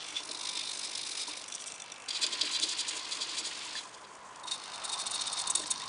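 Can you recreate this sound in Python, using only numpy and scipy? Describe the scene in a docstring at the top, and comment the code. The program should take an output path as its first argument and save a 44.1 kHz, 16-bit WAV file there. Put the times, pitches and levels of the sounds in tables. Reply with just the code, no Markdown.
"""Hobby servos move a toy excavator on a wooden floor, a metre from a small camera in a hissing room.
First the bucket and then the boom move: each servo is pushed 50 times a second, and its gears rattle
in the plastic case, jerk under load and knock the chassis. The bucket moves again while a holding
servo buzzes. The body swings, a thumb stick clicks and the gears fall almost quiet. Last the dipper
arm moves as a car rolls by outside. Throughout, a hollow note near 1 kHz comes and goes in the hiss."""
import sys
import numpy as np
from scipy import signal
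from scipy.fft import rfft, irfft, next_fast_len
from scipy.io import wavfile
from scipy.ndimage import uniform_filter1d

SR = 44100
rng = np.random.default_rng(int(sys.argv[2]) if len(sys.argv) > 2 else 0)


def dump_mix(stems):
    """Bounce the given channels to the path in sys.argv[1] as a 16-bit WAV at rate SR."""
    frames = np.atleast_2d(stems).T  # one column per channel
    limited = np.clip(frames, -1, 1)  # hard clip at full scale
    pcm = np.round(limited * 32767).astype(np.int16)
    wavfile.write(sys.argv[1], SR, pcm)


N = 259308

# servo effort, one curve per move (bucket, boom, bucket, swing, dipper): time_s, effort_db
EFFORTS = [
    [(0.0, -1), (0.225, -3)],
    [(0.225, -9.5), (0.38, -4.5), (0.62, -0.5), (0.86, -3), (1.14, -2.5), (1.33, -4), (1.42, -10.5)],
    [(1.42, 2.5), (1.75, -3.5), (2.078, -4.5)],
    [(2.08, -3), (2.14, -1), (2.89, -0.5), (3.07, -3), (3.36, -2.5), (3.68, -3.5), (3.8, -7), (3.95, -24),
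     (4.42, -26)],
    [(4.42, -32), (4.49, -9.5), (4.65, -4), (4.93, -2.5), (5.21, 0), (5.58, -3), (5.88, -1.5)],
]
# each move at 0 dB effort: growl_db, case_db, treble_db, drone_db, push_depth_db
MOVE_LEVELS = [(-52, -45.5, -52, -63, 5.5), (-52, -48, -54, -61.5, 10), (-59, -55.5, -59.5, -74, 11.5),
               (-46.5, -44, -51, -60.5, 5), (-53, -45.5, -57, -69, 9.5)]
# drive of each move: push_centre_frames, push_sharpness, running_rattle_db, jerk_rattle_db
DRIVES = [(0.3, 3, 3, -4), (0.75, 1.06, -0.5, -3), (0.06, 20, 11, -4.5), (0.64, 1.15, 12, -8.5),
          (0.98, 10, 5, -3.5)]
# resonances of each servo's case: pitch_hz, gain_db
BUCKET_MODES = [(2650, -4.5), (3090, -21), (3470, 3.5), (5850, -2.5), (6330, -18), (8300, -7.5),
                (8700, -13)]
BOOM_MODES = [(2390, -3.5), (3640, 3.5), (3830, -1), (4140, -0.5), (4700, -15), (5030, -2), (8300, -18)]
SWING_MODES = [(2490, -10), (3250, -4), (3470, -1.5), (3980, 0), (4440, -7), (4750, -2.5), (6940, -14),
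               (7800, -12.5)]
DIPPER_MODES = [(3600, 4), (3750, 7.5), (4250, 3), (4430, 3), (5230, -7), (5770, -2), (6660, 5), (7800, 5),
                (8630, -6), (9000, 9)]
# broad rattle spectrum under those resonances: frequency_hz, gain_db
BUCKET_RATTLE = [(880, -48), (1500, -9), (1760, -14), (2270, -2.5), (3420, -6.5), (4670, -9.5), (5830, -8),
                 (10000, -12), (13000, -34), (22000, -120)]
BOOM_RATTLE = [(880, -46), (1500, -18.5), (2320, -6), (3040, -7), (3710, 1), (5090, -2.5), (6780, -12),
               (10000, -10), (13000, -47), (22000, -120)]
SWING_RATTLE = [(880, -35), (1500, -18.5), (2850, -10.5), (3340, -4), (4630, -0.5), (5690, -7.5),
                (6830, -6), (10000, -11.5), (13000, -41), (22000, -120)]
DIPPER_RATTLE = [(880, -42), (1500, -22.5), (2680, -12.5), (3270, -10), (3710, -4.5), (5470, -2.5),
                 (8950, 9.5), (10000, 4.5), (13000, -31), (22000, -120)]
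# gears jerking under load: peak_s, level_db, half_length_s, treble_over_case_db
JERKS = [(0.085, -41, 0.0045, 4), (0.175, -36, 0.022, -9), (0.292, -37, 0.003, -5),
         (0.315, -34, 0.0044, -4), (0.35, -37, .005, 0), (0.412, -37, 0.0032, 1), (0.431, -40, 0.0028, 3),
         (0.454, -36.5, .005, -12), (0.473, -31.5, 0.0042, -7), (0.493, -33.5, .007, -3),
         (0.554, -36, 0.0045, -2), (0.574, -34.5, .0055, -3), (0.594, -36.5, 0.0057, -5),
         (0.61, -36, 0.0045, 2), (0.638, -42, .007, -8), (0.674, -40.5, 0.0095, -2),
         (0.694, -38, 0.0085, 2), (0.715, -38, .007, -2), (0.734, -42, 0.0062, 3), (0.834, -42.5, .009, 0),
         (0.851, -36, 0.01, 2), (0.955, -34, .006, 0), (0.979, -35.5, 0.0051, 0),
         (0.994, -38.5, 0.0078, -6), (1.069, -36.5, 0.0093, -1), (1.093, -38, .0066, -1),
         (1.116, -38.5, 0.012, 0), (1.176, -34, 0.0072, 4), (1.198, -37, 0.015, 1),
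         (1.217, -36, 0.014, 5.5), (1.285, -41, 0.017, 10), (1.374, -41.5, 0.01, 10),
         (1.484, -41, 0.0055, 14), (1.523, -34.5, 0.0036, 2.5), (1.552, -33, 0.0046, 13),
         (1.608, -44, .02, 20), (1.675, -37.5, .013, 16), (1.706, -44.5, 0.013, 5), (1.751, -47.5, .01, 15),
         (1.801, -41, .004, 2), (1.821, -38, .002, 5), (1.92, -41, .003, 4), (2.088, -33, 0.005, -2.5),
         (2.108, -27, 0.0041, -14), (2.153, -31, 0.0095, -9), (2.17, -34.5, 0.0071, -10),
         (2.22, -31, 0.0067, -5), (2.236, -23.5, 0.013, -9), (2.266, -25.5, 0.0026, -2),
         (2.331, -31.5, 0.012, -4), (2.415, -25.5, 0.0055, -8.5), (2.462, -35, 0.022, -7.5),
         (2.525, -35, 0.021, -3), (2.556, -29.5, 0.014, -8), (2.599, -27, 0.0013, 7),
         (2.632, -27.5, 0.013, -5.5), (2.694, -33, 0.01, -4), (2.72, -34.5, 0.015, -2),
         (2.797, -31, 0.017, -1), (2.887, -32.5, 0.0097, 0), (2.968, -39.5, 0.014, 6),
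         (2.995, -36.5, 0.0065, -4), (3.121, -36.5, 0.017, -1), (3.221, -34, 0.019, -3.5),
         (3.304, -41, 0.023, -6), (3.385, -32, 0.017, -2.5), (3.457, -36.5, 0.023, -1.5),
         (3.773, -39.5, 0.028, -5.5), (3.855, -51, .004, 4), (3.944, -47, .006, -1),
         (3.981, -49.5, 0.0033, 1), (4.046, -49.5, 0.0071, -7), (4.36, -43, 0.0016, 7.5),
         (4.398, -45, 0.0017, 6), (4.437, -45.5, .006, -2), (4.479, -39, 0.012, -7),
         (4.516, -30, 0.008, -4.5), (4.535, -38, 0.018, -6), (4.741, -41.5, 0.0092, -4),
         (4.849, -34, 0.0099, 2.5), (4.895, -32, 0.0062, -4), (4.932, -33, 0.012, 1.5),
         (4.998, -36, 0.017, -3), (5.017, -32.5, 0.0049, 0), (5.07, -28.5, 0.0075, -2),
         (5.113, -34, 0.007, 4), (5.151, -34.5, 0.015, 2.5), (5.195, -34, 0.0056, -18),
         (5.215, -30.5, 0.008, -0.5), (5.272, -33, 0.0088, 2), (5.331, -35, 0.0099, 1),
         (5.374, -33.5, .008, -4), (5.393, -32.5, 0.011, -0.5), (5.416, -33, 0.0065, 5),
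         (5.474, -30, 0.0051, 4), (5.506, -28, 0.0079, 9.5), (5.555, -22.5, .0055, 5.5),
         (5.574, -34.5, 0.011, -3), (5.596, -35, 0.0067, 5), (5.619, -41.5, 0.017, 2),
         (5.669, -37.5, .007, 13), (5.711, -26, 0.0079, 9)]
# chassis knocking on the boards: start_s, level_db, top_mode_boost_db
KNOCKS = [(0.202, -38, 2), (0.295, -32, -10), (0.567, -37, -14), (1.28, -34.5, 5.5), (2.24, -29.5, -3),
          (2.332, -32.5, -14), (2.43, -27.5, -20), (2.633, -29.5, -19), (2.956, -33.5, 2.5),
          (3.194, -34, 2), (3.395, -36, -6), (3.464, -36, -4), (3.809, -50, 13), (3.852, -47, 16),
          (4.451, -43.5, 17), (5.496, -38, 9), (5.594, -29, 2)]
# modes of the chassis: pitch_hz, gain_db, t60_s
CHASSIS_MODES = [(327, -10.5, 0.095), (441, -6.5, 0.035), (589, -11, 0.056), (1000, -4, 0.042)]
# thumb stick clicks: start_s, level_db, pitch_hz
CLICKS = [(3.7531, -29.5, 1720), (5.635, -38, 1830), (5.805, -39.5, 1850)]
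# case resonances of the holding servo: pitch_hz, width_hz, gain_db
HOLD_MODES = [(2320, 220, -2), (2650, 80, 0), (3000, 250, -6)]
# spectrum of the room hiss: frequency_hz, gain_db
HISS_SPECTRUM = [(15, -46), (25, -24.5), (74, -20), (129, -12.5), (338, -9), (469, -6), (619, -5),
                 (905, -4.5), (1050, -5.5), (1160, -3.5), (1980, -10.5), (9250, -60), (10500, -36.5),
                 (13600, -66), (22000, -120)]
# hollow note in the hiss: time_s, level_db
HOLLOW_LEVELS = [(0.0, -68), (0.36, -52.5), (1.67, -67), (2.44, -52.5), (3.65, -53.5), (3.9, -57.5),
                 (4.35, -51.5), (4.7, -56.5), (5.52, -48.5), (5.88, -49)]
# car outside: time_s, tyre_db, engine_db
CAR_LEVELS = [(0, -58, -70), (2, -73, -76.5), (4.2, -65.5, -73), (4.7, -52, -70), (5.1, -45.5, -63.5),
              (5.5, -52, -62.5), (5.88, -59, -60.5)]

FRAME_HZ = 50  # drive pushes a second
EFFORT_SHARES = (0.66, 1, 0.48)  # dB of growl, case and treble per dB of effort
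T = np.arange(N) / SR


def servo(effort, levels, modes, rattle, drive):
    """Forced vibration: gear teeth, pushed once a frame and by jerks, excite the resonances of the case."""
    start, stop = effort[0][0], effort[-1][0]
    span = slice(max(int((start - .1) * SR), 0), min(int((stop + .1) * SR), N))
    t = T[span]
    size = next_fast_len(len(t) + 2048)
    f = bins(size)
    effort_db = curves(effort)[0][span]
    levels_db = [db + share * effort_db for db, share in zip(levels, EFFORT_SHARES)]
    depth_db = np.maximum(levels[4] + 0.094 * effort_db, 0)  # less effort, shallower pushes
    centre, sharpness, running_rattle_db, jerk_rattle_db = drive
    pushes = drive_pushes(t, centre, sharpness)
    gate = uniform_filter1d(((t >= start) & (t < stop)) * 1., size=300, mode="nearest")
    resonances = case_response(f, modes)
    below_3000, below_5500 = (1 / (1 + (f / hz) ** 16) for hz in (3000, 5500))
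    bands = (below_3000, below_5500 - below_3000, 1 - below_5500)  # motor growl, case rattle, gear treble
    depth_scales = (.6, .95, 1.4)  # higher bands follow the pushes more deeply
    out = np.zeros(N)
    for db, jerk, scale, passband in zip(levels_db, gear_jerks(start, stop), depth_scales, bands):
        pulsing = 1 + (undb(scale * depth_db) - 1) * pushes
        running = gate * undb(db + 1.75 * wander(24.854)[span]) * pulsing
        # even running mostly rasps; a jerk strikes the case and rings it
        for force, rattle_db in ((running, running_rattle_db), (jerk[span], jerk_rattle_db)):
            noise = rng.standard_normal(len(t))
            roughness_db = 3.5 * rng.standard_normal(len(t)) + 2.24 * wander(200)[span]
            teeth = force * unit_rms(noise * undb(roughness_db))
            power = resonances + (undb(rattle_db) * spectrum(rattle, f)) ** 2
            gain = np.sqrt(power * (passband + 1e-9))
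            out[span] += colour(np.pad(teeth, (0, size - len(t))), gain)[:len(t)]
    return out


def drive_pushes(t, centre, sharpness, load_scatter_db=1.45):
    """Amplitude modulation: one smooth push a frame, each meeting a different load."""
    frames = t * FRAME_HZ - centre + .5
    push = (.5 - .5 * np.cos(2 * np.pi * frames)) ** sharpness
    loads = undb(load_scatter_db * rng.standard_normal(int(T[-1] * FRAME_HZ) + 3))
    return push * loads[frames.astype(int) + 1]


def case_response(f, modes, relative_width=.035):
    """Damping: loss in the plastic widens each resonance; the modes add in power."""
    return sum((undb(db) / (1 + (2 * (f - hz) / (relative_width * hz)) ** 2)) ** 2 for hz, db in modes)


def gear_jerks(start, stop, rise_share=0.83, growl_db=-11):
    """Transient excitation: blunt bursts under load, as envelopes for growl, case and treble."""
    case_power, treble_power = np.zeros(N), np.zeros(N)
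    for peak_s, db, half_s, treble_db in JERKS:
        if start <= peak_s < stop:
            near = slice(max(int((peak_s - .06) * SR), 0), int((peak_s + .09) * SR))
            lag = T[near] - peak_s
            width_s = np.clip(half_s * np.where(lag < 0, rise_share, 2 - rise_share), .001, .04)
            power = undb(2 * db) * np.exp(-2 * np.abs(lag / width_s) ** 2.3)
            case_share = 1 / (1 + undb(2 * treble_db))
            case_power[near] += power * case_share
            treble_power[near] += power * (1 - case_share)
    case = np.sqrt(case_power)
    return undb(growl_db) * case, case, np.sqrt(treble_power)


def chassis_knocks():
    """Impact excitation: the chassis hits the boards and rings in its low modes."""
    out = np.zeros(N)
    for start, db, boost_db in KNOCKS:
        modes = [(hz, gain_db + boost_db * (hz > 700), t60) for hz, gain_db, t60 in CHASSIS_MODES]
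        out += strike(start, db, modes, contact_s=0.0022)
    return out


def thumb_clicks(t60_s=0.029):
    """Impulse response: a brief contact in a thumb stick rings two quickly damped modes."""
    return sum(strike(start, db, [(hz, 0, t60_s), (0.66 * hz, -6, t60_s)], contact_s=0.00035)
               for start, db, hz in CLICKS)


def strike(start, db, modes, contact_s):
    """Free vibration: slightly detuned modes build up over the contact time and decay exponentially."""
    near = slice(int(start * SR), int((start + .4) * SR))
    t = np.maximum(T[near] - start, 0)
    attack = 1 - np.exp(-t / contact_s)
    out = np.zeros(N)
    for hz, gain_db, t60 in modes:
        hz = hz * (1 + .03 * rng.standard_normal())
        decay = np.exp(-np.log(1000) * t / t60)
        out[near] += undb(db + gain_db) * np.sin(2 * np.pi * hz * t) * decay * attack
    return out


def board_drone(pitch_hz=330, width_hz=110, swell_db=-26, swell_lag_s=0.013, swell_s=0.043):
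    """Structure-borne sound: running gears hum low in the boards, swelling around each knock."""
    power = np.zeros(N)
    for effort, levels in zip(EFFORTS, MOVE_LEVELS):
        moving = (T >= effort[0][0]) & (T < effort[-1][0])
        power += moving * undb(2 * (levels[3] + EFFORT_SHARES[0] * curves(effort)[0]))
    for start, db, _ in KNOCKS:
        power += undb(2 * (db + swell_db)) * np.exp(-((T - start - swell_lag_s) / swell_s) ** 2)
    hum = unit_rms(ring(ring(rng.standard_normal(N), pitch_hz, width_hz), pitch_hz, width_hz))
    return hum * np.sqrt(power) * undb(1.2 * wander(15))


def holding_buzz(start_s=1.601, stop_s=2.07, level_db=-57.5):
    """Periodic excitation: a servo holding its place rings its case with the same tick every frame."""
    ticks = np.zeros(N)
    ticks[int(start_s * SR):int(stop_s * SR):SR // FRAME_HZ] = 1
    buzz = sum(undb(db) * ring(ring(ticks, hz, width), hz, width) / np.sqrt(width)
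               for hz, width, db in HOLD_MODES)
    return undb(level_db) * buzz / np.std(buzz[(T > start_s) & (T < stop_s)])


def wall_echo(sound, t60_s=0.13, wet_db=-15):
    """Reverberation: dense reflections arrive after 4 ms and die away exponentially."""
    t = T[:SR // 2]
    decay = np.exp(-np.log(1000) * t / t60_s) * (t > .004)
    tail = band(rng.standard_normal(len(t)), 260, 2700, order=1) * decay
    return undb(wet_db) * signal.fftconvolve(sound, tail / np.sqrt(np.sum(tail ** 2)))[:N]


def passing_car():
    """Band-limited noise: tyre roar and engine rumble swell and fade as the car rolls by."""
    tyre_db, engine_db = curves(CAR_LEVELS)
    tyres = unit_rms(band(rng.standard_normal(N), 705, 1324)) * undb(tyre_db + 2.4 * wander(5.6))
    engine = unit_rms(band(rng.standard_normal(N), 57, 330)) * undb(engine_db)
    return tyres + engine


def room_hiss(hiss_db=-53.5):
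    """Filtered noise: a steady broad hiss, and a narrow resonance heard as a wavering hollow note."""
    hiss = unit_rms(colour(rng.standard_normal(N), spectrum(HISS_SPECTRUM, bins(N))))
    hollow = unit_rms(ring(rng.standard_normal(N), pitch_hz=1015, width_hz=90))
    return hiss * undb(hiss_db) + hollow * undb(curves(HOLLOW_LEVELS)[0] + 2.0 * wander(17))


def undb(db):
    """Amplitude ratio of a level in dB."""
    return 10 ** (np.asarray(db) / 20)


def unit_rms(x):
    """Normalisation to rms 1."""
    return x / np.sqrt(np.mean(x ** 2))


def band(x, lo_hz, hi_hz, order=2):
    """Band-pass filter."""
    return signal.sosfilt(signal.butter(order, [lo_hz, hi_hz], "bandpass", fs=SR, output="sos"), x)


def ring(x, pitch_hz, width_hz):
    """Second-order resonance, gain 1 at its centre."""
    return signal.lfilter(*signal.iirpeak(pitch_hz, pitch_hz / width_hz, fs=SR), x)


def wander(rate_hz):
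    """Random fluctuation: held steps smoothed twice, with a spread near 1."""
    hold = int(SR / rate_hz)
    steps = np.repeat(rng.standard_normal(N // hold + 1), hold)
    return 1.18 * uniform_filter1d(uniform_filter1d(steps, hold), hold)[:N]


def curves(table):
    """Linear interpolation of a table's columns in time."""
    times, *columns = np.transpose(table)
    return [np.interp(T, times, column) for column in columns]


def colour(x, gain):
    """Minimum-phase filter: the gain per bin, scaled to rms 1, is made causal by folding its cepstrum."""
    n = len(x)
    cepstrum = irfft(np.log(unit_rms(gain)), n)
    cepstrum[1:n // 2] *= 2
    cepstrum[n // 2 + 1:] = 0
    return irfft(rfft(x) * np.exp(rfft(cepstrum)), n)


def spectrum(points, f):
    """Spectral envelope: gain at f, interpolated in dB over log frequency."""
    hz, db = np.transpose(points)
    return undb(np.interp(np.log(f), np.log(hz), db))


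def bins(size):
    """Frequencies of a transform of that size, at least 1 Hz."""
    return np.maximum(np.arange(size // 2 + 1) * SR / size, 1)


def scene():
    """Superposition: the toy, its echo from the walls, the room hiss and the car add at one point."""
    modes = (BUCKET_MODES, BOOM_MODES, BUCKET_MODES, SWING_MODES, DIPPER_MODES)
    rattles = (BUCKET_RATTLE, BOOM_RATTLE, BUCKET_RATTLE, SWING_RATTLE, DIPPER_RATTLE)
    impacts = band(chassis_knocks() + thumb_clicks(), 280, 6000)
    toy = impacts + board_drone() + holding_buzz()
    toy += sum(servo(*move) for move in zip(EFFORTS, MOVE_LEVELS, modes, rattles, DRIVES))
    return (toy + wall_echo(toy) + room_hiss() + passing_car())[None]


def record(dry):
    """Band limiting: the camera cuts the treble steeply above 10 kHz."""
    return signal.sosfilt(signal.ellip(12, .2, 75, 10010, fs=SR, output="sos"), dry)


dry = scene()
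out = record(dry)
dump_mix(out)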